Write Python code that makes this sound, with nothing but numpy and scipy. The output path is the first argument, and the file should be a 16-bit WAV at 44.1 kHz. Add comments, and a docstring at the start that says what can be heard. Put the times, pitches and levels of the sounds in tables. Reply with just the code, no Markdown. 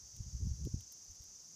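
"""A steady high hiss of insects hangs over the still air of an open field.
A light gust rumbles over the microphone in the first second, with a few distinct
eddies, and dies down. Ripe wheat is drying: now and then a husk snaps close by,
a sharp crack with a grainy scatter, while farther ears tick faintly."""
import sys
import numpy as np
from scipy import signal
from scipy.fft import rfft, irfft
from scipy.io import wavfile
from scipy.ndimage import uniform_filter1d

SR = 44100
rng = np.random.default_rng(int(sys.argv[2]) if len(sys.argv) > 2 else 0)


def wrap_up_sound(samples):
    """Save the sound to the file named by the first command line argument, as 16-bit audio."""
    columns = np.atleast_2d(samples).T
    # keep every value between -1 and 1, then stretch to whole-number steps
    tamed = np.clip(columns, -1, 1)
    steps = np.round(tamed * 32767).astype(np.int16)
    wavfile.write(sys.argv[1], SR, steps)


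N = 68355


def amp(db):
    """Decibels to gain."""
    return 10 ** (np.asarray(db) / 20)


def unit_rms(x):
    """Scales to rms 1."""
    return x / np.sqrt(np.mean(x ** 2) + 1e-20)


def colour(x, spectrum, tilt_db_oct=0):
    """Filters by a tilted spectrum table, normalised to rms gain 1."""
    hz = np.fft.rfftfreq(len(x), 1 / SR) + 1
    points_hz, points_db = np.transpose(spectrum)
    gain_db = np.interp(np.log(hz), np.log(points_hz), points_db) + tilt_db_oct * np.log2(hz)
    return irfft(rfft(x) * unit_rms(amp(gain_db)), len(x))


def noise(spectrum):
    """Steady coloured noise, rms 1."""
    return unit_rms(colour(rng.standard_normal(N), spectrum))


def drift(rate_hz):
    """Random fluctuation up to about rate_hz, rms 1."""
    hz = np.fft.rfftfreq(N, 1 / SR)
    white = rfft(rng.standard_normal(N))
    return unit_rms(irfft(white * (hz > 0) / (1 + (hz / rate_hz) ** 4), N))


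def add(mix, start_s, sound):
    """Mixes a sound in at start_s."""
    part = mix[max(round(start_s * SR), 0):][:len(sound)]
    part += sound[:len(part)]


# Still-air spectrum: f/Hz, relative level/dB
AIR_SPECTRUM = [(20, -4), (60, 0.5), (180, 3.5), (400, 0), (600, -4), (1000, -5.5), (1400, -8),
                (2400, -10.5), (3600, -7), (9000, -10.5), (15000, -15.5)]


def air(level_db=-71.5):
    """Still air of the field: a faint broadband floor."""
    return amp(level_db) * noise(AIR_SPECTRUM)


# Chorus spectrum: f/Hz, relative level/dB
CHORUS_SPECTRUM = [(3000, -39.5), (4250, -25.5), (4700, -13.5), (5250, -11), (5650, -5.5), (6000, -4.5),
                   (6650, -6), (7250, -14.5), (8000, -25.5), (9500, -40)]
# Nearer insects: f/Hz, half-width/Hz, level/dB
NEAR_INSECTS = [(5755, 110, -70), (5960, 21, -69), (6170, 11, -68), (6226, 93, -70)]


def insects(chorus_db=-57, flutter_db=0.61, flutter_hz=54):
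    """Stridulating insects merge into one fluttering band; nearer ones add narrow, wavering notes."""
    hz = np.fft.rfftfreq(N, 1 / SR)
    chorus = amp(chorus_db) * noise(CHORUS_SPECTRUM)
    for centre_hz, half_width_hz, level_db in NEAR_INSECTS:
        band = rfft(rng.standard_normal(N)) / (1 + ((hz - centre_hz) / half_width_hz) ** 2)
        chorus += amp(level_db) * unit_rms(irfft(band, N))
    return chorus * amp(flutter_db * drift(flutter_hz))


def turbulence(spectrum, levels, window_samples=800):
    """Churning air: noise, levelled by its running power, follows a level curve."""
    flow = noise(spectrum)
    power = uniform_filter1d(uniform_filter1d(flow ** 2, window_samples), window_samples)
    level_db = np.interp(np.arange(N) / SR, *np.transpose(levels))
    return amp(level_db) * flow / np.sqrt(power + 1e-6)


# Eddies at the microphone: t/s, peak level before low-pass/dB, width/s
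EDDY_HITS = [(0.206, -35.5, 0.0075), (0.4563, -34, 0.0053), (0.473, -25.5, 0.0053), (0.516, -30.5, 0.0081),
             (.652, -31.5, 0.0068), (0.6727, -33.5, 0.0019), (.744, -26, 0.0045), (.744, -44, 0.002),
             (1.1, -53.5, 0.013), (1.208, -48.5, 0.0073), (1.291, -62, 0.0097)]


def eddies(cutoff_hz=570):
    """Each eddy is a brief, rounded dip in pressure between two rises."""
    t = np.arange(N) / SR
    pressure = np.zeros(N)
    for centre_s, peak_db, width_s in EDDY_HITS:
        offset_sq = ((t - centre_s) / width_s) ** 2
        pressure -= amp(peak_db) * (1 - 5 * offset_sq) / (1 + offset_sq) ** 4
    return signal.sosfiltfilt(signal.butter(4, cutoff_hz, fs=SR, output="sos"), pressure)


# Rumble and fine-turbulence spectra: f/Hz, relative level/dB
RUMBLE_SPECTRUM = [(15, -37), (35, -18), (60, 7), (95, 2), (150, -7), (220, -18.5), (320, -46.5),
                   (600, -69), (1500, -82)]
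FINE_SPECTRUM = [(60, -18.5), (160, 7.5), (220, -1.5), (320, -8.5), (450, -13), (650, -34), (1500, -61)]
# Rumble and fine-turbulence envelopes: t/s, level/dB
RUMBLE_LEVELS = [(0, -75), (0.038, -60), (.11, -74.5), (.16, -52), (.185, -60), (0.209, -41),
                 (0.234, -56.5), (0.276, -43.5), (0.309, -61.5), (0.352, -36.5), (0.386, -51.5),
                 (.43, -34.5), (0.478, -38), (0.542, -44.5), (0.568, -52), (0.614, -42.5), (0.657, -38.5),
                 (.70, -51.5), (.73, -51.5), (.77, -42.5), (.82, -59.5), (.86, -72), (.91, -76), (.98, -79),
                 (1.06, -76.5), (1.12, -58.5), (1.165, -83), (1.21, -67.5), (1.35, -78), (1.55, -90)]
FINE_LEVELS = [(0, -81), (.15, -87), (.2, -59.5), (.236, -81), (.275, -83), (.32, -84), (.38, -83),
               (0.409, -53), (.456, -57.5), (.545, -76), (.595, -59), (.645, -58), (0.671, -44),
               (.705, -82), (.775, -62.5), (.82, -90), (1.45, -79), (1.55, -69.5)]


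def wind():
    """A gust on the microphone: eddies, low rumble and finer turbulence."""
    return eddies() + turbulence(RUMBLE_SPECTRUM, RUMBLE_LEVELS) + turbulence(FINE_SPECTRUM, FINE_LEVELS)


# Husk spectrum: f/Hz, relative level/dB
HUSK_SPECTRUM = [(500, -20), (1800, -17.5), (3000, -1), (4200, 0.5), (6200, 2.5), (8300, 0), (10500, -5),
                 (13000, -0.5), (15200, -2.5)]


def snap(level_db, tilt_db_oct, scatter_db, crack_s=0.0007, decay_s=0.0042, grain_db=1.5, samples=2048):
    """A dry husk breaks: a sharp broadband crack and a few milliseconds of grainy scatter."""
    t = np.arange(samples) / SR
    decay = np.exp(-t / decay_s)
    crack_noise, scatter_noise, grain = rng.standard_normal((3, samples))
    spectrum = rfft(crack_noise * np.exp(-t / crack_s))
    crack = irfft(spectrum / abs(spectrum)) * np.sqrt(crack_s * SR / 2)  # whitened, energy restored
    scatter = amp(scatter_db) * unit_rms(scatter_noise * amp(grain_db * grain))
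    burst = np.pad((crack + scatter) * decay, (samples, 0))
    return amp(level_db) * colour(burst, HUSK_SPECTRUM, tilt_db_oct)[samples:]


# Near husk snaps: t/s, level/dB, tilt/(dB/octave), relative scatter level/dB
NEAR_SNAPS = [(.1648, -51, -1, -4), (.4557, -61, 5, -11), (.6224, -53, -14, 0), (0.6504, -49.5, -0.5, -3),
              (0.808, -47, -2.5, -9), (0.9221, -44.5, 6.5, -1), (1.0427, -63, 9, 0), (1.1107, -62, 2, -3),
              (1.2210, -55, 1.5, -6), (1.2386, -58, 2, -0.5)]


def wheat(ticks_per_s=90, tick_floor_db=-74.5, tick_spread_db=2.5):
    """Drying husks snap close by; farther ears tick faintly at random."""
    husks = np.zeros(N)
    for start_s, level_db, tilt_db_oct, scatter_db in NEAR_SNAPS:
        add(husks, start_s, snap(level_db, tilt_db_oct, scatter_db))
    duration_s = N / SR
    for time_draw, level_draw in rng.random((round(ticks_per_s * duration_s), 2)):
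        level_db = tick_floor_db + tick_spread_db * min(-np.log(level_draw), 3)
        add(husks, time_draw * duration_s, snap(level_db, tilt_db_oct=3.5, scatter_db=-2))
    return husks


def scene():
    """The field, in mono."""
    return (insects() + air() + wind() + wheat())[None]


def record(dry, cutoff_hz=15400):
    """Steep low-pass band limit."""
    lowpass = signal.firwin(511, cutoff_hz, window=("kaiser", 9), fs=SR)
    return signal.oaconvolve(dry, lowpass[None], "same")


dry = scene()
out = record(dry)
wrap_up_sound(out)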